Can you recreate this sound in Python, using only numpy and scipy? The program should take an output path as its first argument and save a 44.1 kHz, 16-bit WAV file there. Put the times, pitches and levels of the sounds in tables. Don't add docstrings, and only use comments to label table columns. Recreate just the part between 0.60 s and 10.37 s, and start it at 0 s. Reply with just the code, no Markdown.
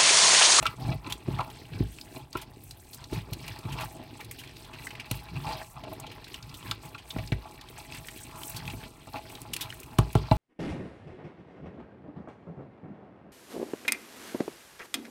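import sys
import numpy as np
from scipy import signal
from scipy.fft import rfft, irfft
from scipy.io import wavfile
from scipy.ndimage import uniform_filter1d

SR = 44100
rng = np.random.default_rng(int(sys.argv[2]) if len(sys.argv) > 2 else 0)


def master(y):
    cut = np.clip(np.atleast_2d(y).T, -1, 1)
    pcm = np.round(cut * 32767)
    wavfile.write(sys.argv[1], SR, pcm.astype(np.int16))


N = 430853

# start in seconds, wall level in dB, then base, belly and rim in dB above the wall,
# wall colour in Hz, contact length in seconds.
TOUCHES = [(0.026, -24, -33, -14.5, -13, 840, 0.0031), (0.054, -21, -31, -41, -14, 1310, 0.012),
           (0.066, -32, -24, -23, -5, 1380, 0.015), (0.287, -33, 10, -3, -14, 651, 0.0067),
           (0.315, -32.5, -1, -8, -5, 806, 0.016), (0.461, -36.5, -12, 1, -1, 1200, 0.016),
           (0.68, -44.5, 14.5, 19, -15, 698, 0.0057), (0.788, -21.5, -25, -27, -22, 970, 0.006),
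           (0.803, -23, -25, -18, -15.5, 865, 0.013), (1.204, -48, 24.5, 27.5, -16, 680, 0.0036),
           (1.559, -40.5, -26, 4.5, -1, 662, 0.012), (1.752, -27, -13.5, 3.5, -17, 1184, 0.0063),
           (2.525, -38, 2.5, 12.5, -16, 740, 0.0048), (2.719, -43.5, 11.5, 0.5, -20, 840, 0.008),
           (3.052, -42.5, 11, 3, -7, 1040, 0.011), (4.511, -35.5, 7, 7.5, -1.5, 1052, 0.0048),
           (4.754, -38.5, 0.5, -15, -2, 956, 0.019), (4.862, -36, -1, -8, -5, 868, 0.014),
           (5.164, -39.5, -7, -15, -11, 848, 0.011), (5.235, -34.5, -12, -8, -16.5, 673, 0.016),
           (5.268, -32, -10, -7, -15, 685, 0.016), (5.313, -30, -17.5, -14.5, -31, 665, 0.015),
           (5.43, -36.5, -19.5, -14, -8.5, 836, 0.018), (6.111, -28, -12, -43, -24.5, 1390, 0.0079),
           (6.344, -34, -16.5, -20, -7.5, 1420, 0.011), (6.562, -32, 3.5, 3, -19.5, 712, 0.0033),
           (6.584, -32, -20, -17.5, -22.5, 630, 0.015), (6.72, -29, 7.5, 1.5, -3, 615, 0.00071),
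           (6.851, -38, -24, -24, -22.5, 870, 0.021), (8.129, -41, 3, 1.5, -12, 626, 0.016),
           (8.469, -37, -10, -5, -13, 776, 0.024), (8.539, -30, -14.5, -11, -24.5, 804, 0.015),
           (8.556, -33.5, -29.5, -5.5, -7.5, 970, 0.015), (9.386, -16.5, 2.5, -0.5, -28, 846, 0.004),
           (9.552, -17, 1.5, -3, -30, 870, 0.0032), (9.713, -15.5, 0, -5.5, -14, 689, 0.0049)]


def undb(db):
    return 10 ** (np.asarray(db) / 20)


def unit(x):
    return x / np.sqrt(np.mean(x ** 2))


def colour(x, points):
    hz, db = np.transpose(points)
    log_f = np.log(np.maximum(np.fft.rfftfreq(len(x), 1 / SR), 1))
    log_points = np.log(np.r_[hz[0] / 2, hz, hz[-1] * 2])
    curve_db = np.interp(log_f, log_points, np.r_[db[0] - 40, db, db[-1] - 40])
    return irfft(rfft(x) * undb(curve_db), len(x))


def clicks(rate, spread_db):
    happens, sign, loud = rng.random((N, 3)).T
    size = undb(-spread_db * np.log(1 - .995 * loud))
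    return (happens < rate / SR) * np.sign(sign - .5) * size


def walk(t, rate):
    return np.interp(t * rate, np.arange(200), rng.standard_normal(200))


def activity():
    # time in seconds, then bubbling, squelch and sizzle level in dB.
    simmer = [(0, -60, -62.5, -66), (1.0, -53, -52.5, -57.5), (1.55, -55.5, -57.5, -57.5),
              (1.68, -59, -69.5, -63), (1.85, -58.5, -60, -64), (2.252, -60, -60.5, -56),
              (2.7, -52.5, -56.5, -58), (3.5, -54, -54, -59.5), (4.001, -56, -55, -63),
              (4.5, -53.5, -54.5, -60.5), (5.019, -53, -48, -48.5), (5.12, -64, -64, -56.5),
              (5.3, -52, -54.5, -63.5), (6.4, -57.5, -55.5, -52.5), (7.0, -55, -57, -60.5),
              (7.9, -53.5, -49.5, -55.5), (8.2, -52.5, -58, -53), (8.42, -60.5, -60.5, -63),
              (8.7, -52.5, -52, -57.5), (9.0, -53, -54.5, -65), (9.3, -54.5, -54.5, -57.5),
              (9.77, -66, -49, -53)]
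    # middle in seconds, length in seconds, drag on the base in dB, scrape on the wall in dB,
    # squelch in dB, scrape colour in Hz.
    strokes = [(0.0, 0.046, -31.5, -51.5, -44, 1140), (0.081, 0.18, -43, -44, -47.5, 1260),
               (0.276, 0.23, -30.5, -39.5, -46.5, 766.7), (0.49, 0.15, -42, -43, -49, 1010),
               (0.729, 0.19, -32.5, -48, -49, 890), (0.811, 0.28, -52, -44, -73, 918),
               (1.187, 0.2, -32, -54.5, -50, 770), (1.588, 0.14, -53, -52.5, -56, 870),
               (1.787, .14, -47, -48.5, -46.5, 970), (2.414, 0.11, -49, -52.5, -52.5, 950),
               (2.558, 0.14, -30.5, -46.5, -43, 870), (2.887, 0.24, -42, -51.5, -46, 885),
               (3.104, 0.17, -36, -43, -47.5, 947), (3.208, .12, -37, -35, -39.5, 930),
               (3.374, 0.3, -60, -47.5, -70, 701), (3.604, 0.037, -59, -43, -60, 916),
               (4.194, 0.29, -55.5, -54, -55, 950), (4.547, .1, -49, -49, -44.5, 937),
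               (4.775, 0.21, -37.5, -63, -62, 870), (4.901, 0.144, -36, -31.5, -41, 818.5),
               (4.99, 0.11, -49.5, -40.5, -46, 723), (5.191, 0.14, -50, -47.5, -58, 802),
               (5.424, 0.17, -65, -49.5, -58, 740), (5.74, 0.15, -59, -59.5, -50, 886),
               (6.083, 0.17, -41.5, -47.5, -45.5, 996), (6.258, 0.076, -47, -50.5, -51.5, 870),
               (6.599, 0.2, -38, -52, -48.5, 760), (6.861, 0.19, -58.5, -52, -59, 910),
               (7.212, 0.15, -54, -56.5, -52, 872), (7.351, 0.097, -45.5, -53, -45.5, 1100),
               (7.673, 0.088, -56, -75, -66, 914), (8.054, 0.35, -41, -48, -50, 880),
               (8.235, 0.13, -51, -49, -47, 810), (8.565, 0.083, -53, -36.5, -47, 785),
               (9.031, 0.15, -57.5, -45.5, -47.5, 1030)]
    # start in seconds, level in dB.
    flares = [(0.53, -47), (1.97, -57), (2.2, -50), (3.72, -43.5), (4.54, -47), (5.1, -49.5), (5.73, -44.5),
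              (5.969, -41.5), (6.23, -52), (6.45, -70), (6.939, -52.5), (7.179, -43.5), (7.34, -49),
              (7.601, -40), (8.62, -53), (8.79, -55), (8.94, -40.5)]
    # dB added for base, bubbling, wall, squelch and sizzle.
    knock_wake_db = (-12, -21.5, -16.5, -28, -38)
    flicker_db = (2.5, 2.2, 4, 2.3, 5.9)
    knock_wake_s, flare_fade_s = 0.025, 0.013
    stroke_rise, scrape_sag = 0.51, 0.067
    drag_boil_db, squelch_sizzle_db = -13, -8

    t = np.arange(0, N + 64, 64) / SR
    s, *calm = np.transpose(simmer)
    boil, squelch, sizzle = (np.interp(t, s, c) for c in calm)
    power = undb(2 * np.array([boil + 2, boil, squelch + 1.5, squelch, sizzle]))
    tint = power[2] * 870 * (1 + .12 * walk(t, 8))
    stir = np.zeros_like(power)
    for mid, length, drag, scrape, wet, hz in strokes:
        along = np.clip((t - mid) / length, -.5, .5)
        rise_fall = np.interp(along, [-.5, stroke_rise - .5, .5], [0, 1, 0])
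        swell = np.sin(np.pi / 2 * rise_fall) ** 2
        levels = np.array([drag, drag + drag_boil_db, scrape, wet, wet + squelch_sizzle_db])
        stir += undb(2 * levels)[:, None] * swell
        tint = tint + undb(2 * scrape) * swell * hz * (1 - scrape_sag * along)
    scrape_hz = tint / (power[2] + stir[2])
    hollow = stir[2] + 1e-12

    def fading(at, fade_s):
        return (t > at) * np.exp(-np.abs(t - at) / fade_s)

    for at, wall, base, *_ in TOUCHES:
        wake = undb(2 * (wall + min(base, 0) + np.array(knock_wake_db)))
        stir += wake[:, None] * fading(at, knock_wake_s)
    stir[4] += sum(undb(2 * db) * fading(at, flare_fade_s) for at, db in flares)
    flicker = undb(2 * np.array([db * walk(t, 12) for db in flicker_db]))
    levels_db = 10 * np.log10([*power * flicker + stir, hollow])
    return [np.interp(np.arange(N) / SR, t, c) for c in (*levels_db, scrape_hz)]


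def contacts(skids, count=12):
    s, skid = np.array(TOUCHES)[:, [0, -1]].T
    skid = skids * np.clip(skid, 0, .06)[:, None]
    when, size = rng.random((len(s), count, 2)).transpose(2, 0, 1)
    first = np.arange(count) == 0
    first_size = np.clip(1.2 - skid / 0.014, .2, 1)
    chatter_size = (2 * size - 1) * np.clip(skid / 0.0075, 0, 1.2)
    size = np.where(first, first_size, chatter_size)
    at = (s[:, None] + ~first * when * skid) * SR
    return np.minimum(at.astype(int), N - 1), size / np.sqrt(np.sum(size ** 2, 1, keepdims=True))


def near(hz, colour_hz, octaves=0.42, far=0.12):
    if colour_hz is None:
        return 1
    return far + np.exp(-.5 * (np.log2(hz / colour_hz) / octaves) ** 2)


def ring(x, hz, t60):
    r = np.exp(-np.log(1000) / (max(t60, .003) * SR))
    w = 2 * np.pi * hz / SR
    return signal.lfilter([0, r * np.sin(w)], [1, -2 * r * np.cos(w), r * r], x)


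def pot_part(part, rub_db, blow_db, slips, spread_db, damp, tail_db, rub_hz=None, blow_hz=None):
    pot_modes = {"base": [(56.6, -4.5, 0.29), (99.5, 1, 0.14), (137, -7.5, 0.21), (157, 5, 0.09)],
                 "belly": [(292, -2, 0.046), (315.6, -4.5, 0.044), (376.5, -14.5, 0.15), (423, -7, 0.08),
                 (496, -6, 0.02)], "wall": [(651, -0.5, 0.098), (701, 4, 0.024), (752, -6.5, 0.034),
                 (833.6, 5.5, 0.062), (970, 4, 0.017), (1015, 3.5, 0.031), (1157, 1.5, 0.054),
                 (1235, 4, 0.035), (1372, 7.5, 0.03), (1580, -8, 0.056)], "rim": [(2010, 1, 0.071),
                 (2290, 7.5, 0.069), (2470, 11, 0.026), (2583, 9.5, 0.041), (2800, 13.5, 0.019),
                 (3360, 5, 0.034), (4060, 16, 0.011)]}
    spot_db = {"base": .6, "belly": 2.2, "wall": 2.5, "rim": 2.5}
    modes = pot_modes[part]
    at, size = contacts(part != "base")
    spot = undb(spot_db[part] * rng.standard_normal((len(at), len(modes))))
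    rub = unit(clicks(slips, spread_db)) * undb(rub_db)
    body = np.sqrt(sum(undb(2 * db) * t60 * SR / (4 * np.log(1000)) for hz, db, t60 in modes))
    total = np.sqrt(sum(undb(2 * db) for hz, db, t60 in modes))
    out = 0
    for k, (hz, db, t60) in enumerate(modes):
        strength = undb(blow_db) * spot[:, k] / total * near(hz, blow_hz)
        blows = np.zeros(N)
        np.add.at(blows, at, size * strength[:, None])
        lasting = rub / body * near(hz, rub_hz) + undb(tail_db) * blows
        rung = ring(lasting, hz, t60) + ring(blows, hz, damp * t60)
        out = out + (-1) ** (k // 2) * undb(db) * rung
    return out


def pocket(level_db, hz):
    flutter = uniform_filter1d(rng.standard_normal((2, N)), SR // 140, axis=1)
    phase = 2 * np.pi * np.cumsum(hz) / SR
    return unit(flutter[0] * np.sin(phase) + flutter[1] * np.cos(phase)) * undb(level_db)


def spits(width=1.125, blip=0.54):
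    # start in seconds, level in dB before a common cut, centre in Hz,
    # treble above it in dB, t60 in seconds.
    bursts = [(0.0258, -19.5, 2610, -3, 0.028), (0.0538, -14, 2520, -17, 0.023),
              (0.0644, -5.5, 2810, -36, 0.025), (0.47, -28, 2570, -27, 0.022), (0.497, -21, 2870, -9, 0.06),
              (0.5224, -10, 3260, -6.5, 0.021), (0.786, -22.5, 2180, -30, 0.03),
              (0.806, -19, 2650, -34, 0.02), (0.9, -29.5, 3130, -2, 0.025),
              (1.385, -22.5, 2600, -27, 0.014), (1.4116, -18, 4140, -41, 0.014),
              (1.729, -20.5, 4530, -15, 0.013), (1.7694, -21.5, 2400, -4.5, 0.034),
              (1.814, -30.5, 3080, 4, 0.05), (2.109, -21.5, 4010, -6, 0.018),
              (2.329, -28, 4300, -3.5, 0.055), (2.343, -29.5, 5390, 5, 0.027),
              (2.4398, -23.5, 4170, -33, 0.022), (2.529, -27, 3970, -5, 0.07),
              (2.7272, -23, 4240, -20, 0.049), (2.7329, -19, 2800, 1.5, 0.013),
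              (2.8781, -24, 2760, 0, 0.029), (2.988, -31, 4400, 2, 0.022), (3.1193, -25, 2650, -6, 0.087),
              (3.2076, -18.5, 2177, -7.5, 0.035), (3.219, -21.5, 2823, -18, 0.048),
              (3.6027, -23, 2215, -12, 0.057), (3.645, -32, 3876, 0, 0.028),
              (3.711, -22.5, 2290, 3.5, 0.024), (3.7854, -26.5, 2940, -4, 0.092),
              (3.8353, -25, 2320, -25, 0.021), (3.874, -26, 3320, -29, 0.015),
              (3.967, -24, 3360, -36, 0.017), (4.045, -28.5, 3350, -20, 0.026),
              (4.13, -28, 2520, -19, 0.074), (4.2683, -16, 1954, -37, 0.022),
              (4.3053, -20, 2500, -33, 0.032), (4.351, -23.5, 2080, -18.5, 0.025),
              (4.3963, -19, 2490, -34, 0.054), (4.4557, -30, 2530, -24, 0.057),
              (4.512, -13.5, 2620, 3.5, 0.016), (4.763, -27.5, 2486, -26, 0.033),
              (4.8643, -27.5, 2600, -15, 0.042), (5.236, -27, 2890, -30.5, 0.03),
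              (5.3986, -24.5, 7900, -1.5, 0.022), (5.465, -25.5, 3040, -21, 0.038),
              (5.5148, -27, 2690, -11.5, 0.042), (5.6422, -26, 3910, -20, 0.029),
              (5.68, -29, 2650, -5.5, 0.021), (5.7419, -17.5, 3010, -14.5, 0.024),
              (5.826, -25.5, 4400, -30, 0.022), (5.892, -30, 4640, -28, 0.03),
              (5.9394, -27.5, 3340, -4.5, 0.056), (6.1117, -5.5, 3564, -20.5, 0.016),
              (6.349, -29.5, 2860, -30, 0.015), (6.379, -27, 2710, -32, 0.063),
              (6.504, -18, 3460, -32.5, 0.031), (6.5843, -22, 2180, -28.5, 0.027),
              (6.674, -22.5, 4520, -24.5, 0.022), (6.7206, -16, 1780, -36, 0.031),
              (7.011, -25.5, 3900, -8, 0.023), (7.086, -28.5, 3160, -30, 0.021),
              (7.322, -18.5, 2630, -17, 0.013), (7.346, -25.5, 2570, -2, 0.027),
              (7.47, -31.5, 8200, 6, 0.019), (7.4845, -16.5, 2120, -14, 0.021),
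              (7.7103, -30, 2280, -10, 0.022), (7.8165, -23.5, 2470, -32.5, 0.018),
              (7.8334, -16, 3150, -33.5, 0.0099), (7.9449, -30, 2850, -4, 0.027),
              (7.9613, -22, 4280, -1, 0.061), (8.0537, -21.5, 3080, -17, 0.0094),
              (8.076, -18, 2510, -28.5, 0.021), (8.098, -22, 2570, -11.5, 0.038),
              (8.5335, -27, 4060, -21, 0.017), (8.5618, -27, 2290, -18, 0.048),
              (8.6985, -28, 2525, -15, 0.03), (8.7516, -21.5, 3700, -13, 0.019),
              (8.817, -14, 9200, -20.5, 0.0067), (8.9337, -13, 3104, 1.5, 0.03),
              (8.964, -9, 2680, -6, 0.017), (9.0072, -16, 3370, -3, 0.079),
              (9.1026, -16.5, 3020, -22.5, 0.012), (9.1245, -22, 1870, -31, 0.019),
              (9.2, -30.5, 8980, 6, 0.02), (9.231, -29, 2580, -1, 0.023), (9.3849, -10.5, 2780, -2, 0.021),
              (9.5283, -32.5, 2494, 7, 0.023), (9.551, -15, 2590, -9, 0.023),
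              (9.7118, -22.5, 2400, -27, 0.026)]
    out, t = np.zeros(N + SR), np.arange(SR // 8) / SR
    for (s, db, hz, treble_db, t60), bright in zip(bursts, rng.random(len(bursts))):
        wet, spray = rng.standard_normal((2, len(t)))
        band = signal.butter(1, [hz / width, hz * width], "band", fs=SR, output="sos")
        spray_hz = [4500 + 3000 * bright, 11000 + 8000 * bright]
        spray_band = signal.butter(1, spray_hz, "band", fs=SR, output="sos")
        rise = 1 - np.exp(-t / (0.12 * t60))
        fade = rise * np.exp(-np.log(1000) * t / np.clip(t60, .004, .12))
        crack = unit(signal.sosfilt(band, wet))
        crack += undb(treble_db) * unit(signal.sosfilt(spray_band, spray))
        crack += blip * np.sin(2 * np.pi * hz * t * (1 + 2.4 * t))
        i = int(s * SR)
        out[i:i + len(t)] += undb(db - 7.0) * fade * crack
    return out[:N]


def bubbles(level_db, count, low_hz, span, cycles, glide, spread_db):
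    out = np.zeros(N + SR)
    for when, size, loud in rng.random((count, 3)):
        hz = low_hz * span ** size
        turns = np.arange(int(2 * cycles * SR / hz)) * hz / SR
        tone = np.sin(2 * np.pi * turns * (1 + glide * turns / cycles / 2))
        plop = tone * np.exp(-3.5 * turns / cycles)
        i = int(when * N)
        out[i:i + len(plop)] += plop * undb(-spread_db * np.log(1 - .99 * loud))
    return unit(out[:N]) * undb(level_db)


def puffs(rate, spread_db, fade_s, steady):
    swell = np.abs(clicks(rate, spread_db))
    for s in (fade_s, fade_s / 3):
        swell = signal.lfilter([1], [1, -np.exp(-1 / (s * SR))], swell)
    return rng.standard_normal(N) * (steady + unit(swell))


def squelching(level_db):
    # frequency in Hz, level in dB per Hz.
    wet_points = [(1500, -4.5), (2000, -3.5), (2600, 1), (3300, 7), (4200, -1), (5200, -4.5), (6600, -18.5)]
    wet = sum(unit(colour(puffs(90., 3.0, 0.0058, 0.45), wet_points[k:k + 3])) for k in range(0, 6, 2))
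    return wet * undb(level_db)


def sizzling(level_db):
    # frequency in Hz, level in dB per Hz.
    fry_points = [(6000, 1), (7000, -2), (8300, 6.5), (10000, -5.5), (12000, -4), (14000, -4.5),
                  (16000, -7)]
    parts = (fry_points[:4], fry_points[3:])
    fry = sum(unit(colour(puffs(80., 4.4, 0.0035, 0.98), part)) for part in parts)
    return fry * undb(level_db)


def kitchen(x):
    t60_s, level_db = 0.12, -15
    t = np.arange(SR // 2) / SR
    dull = signal.lfilter([1], [1, -.5], rng.standard_normal(len(t)))
    tail = dull * (t > .004) * undb(-60 * t / t60_s)
    return x + undb(level_db) * signal.fftconvolve(x, tail / np.sqrt(np.sum(tail ** 2)))[:N]


def kitchen_hush():
    # frequency in Hz, level in dB per Hz.
    hush_points = [(15, -39), (25, 18.5), (117, 12.5), (223, -2), (317, -15.5), (545, -6.5), (818, 0),
                   (1440, -69), (4140, -30), (12900, -54), (16000, -37)]
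    return unit(colour(rng.standard_normal(N), hush_points)) * undb(-54.5)


def scene():
    drag, boil, scrape, squelch, sizzle, hollow, scrape_hz = activity()
    _, knock, base, belly, rim, knock_hz, _ = np.transpose(TOUCHES)
    pot = pot_part("base", drag - 1.5, knock + base - 6.5, 300., 1.0, damp=0.62, tail_db=10)
    pot = pot + pot_part("belly", boil - 4, knock + belly + 0.86, 400., 3.34, damp=0.44, tail_db=-3)
    pot = pot + pot_part("wall", scrape - 3.5, knock + 0.9, 1500., 4.8, damp=0.69, tail_db=-3.5,
                         rub_hz=scrape_hz, blow_hz=knock_hz)
    pot = pot + pot_part("rim", squelch - 8, knock + rim, 1500., 8.8, damp=0.2, tail_db=7.5)
    hum = pocket(hollow - 7.5, scrape_hz)
    plops = bubbles(boil - 4, count=1200, low_hz=213, span=2.235, cycles=3.6, glide=0.12, spread_db=5.0)
    blips = bubbles(squelch - 7, count=2200, low_hz=1500, span=3.6, cycles=11., glide=.08, spread_db=3.)
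    stew = plops + blips + squelching(squelch - 10.5) + sizzling(sizzle - 7) + spits()
    return (kitchen(pot + hum + stew) + kitchen_hush())[None]


def record(dry):
    low_cut = signal.sosfilt(signal.butter(3, 42, "high", fs=SR, output="sos"), dry)
    return signal.sosfilt(signal.ellip(10, .3, 70, 15900, fs=SR, output="sos"), low_cut)


dry = scene()
out = record(dry)
master(out)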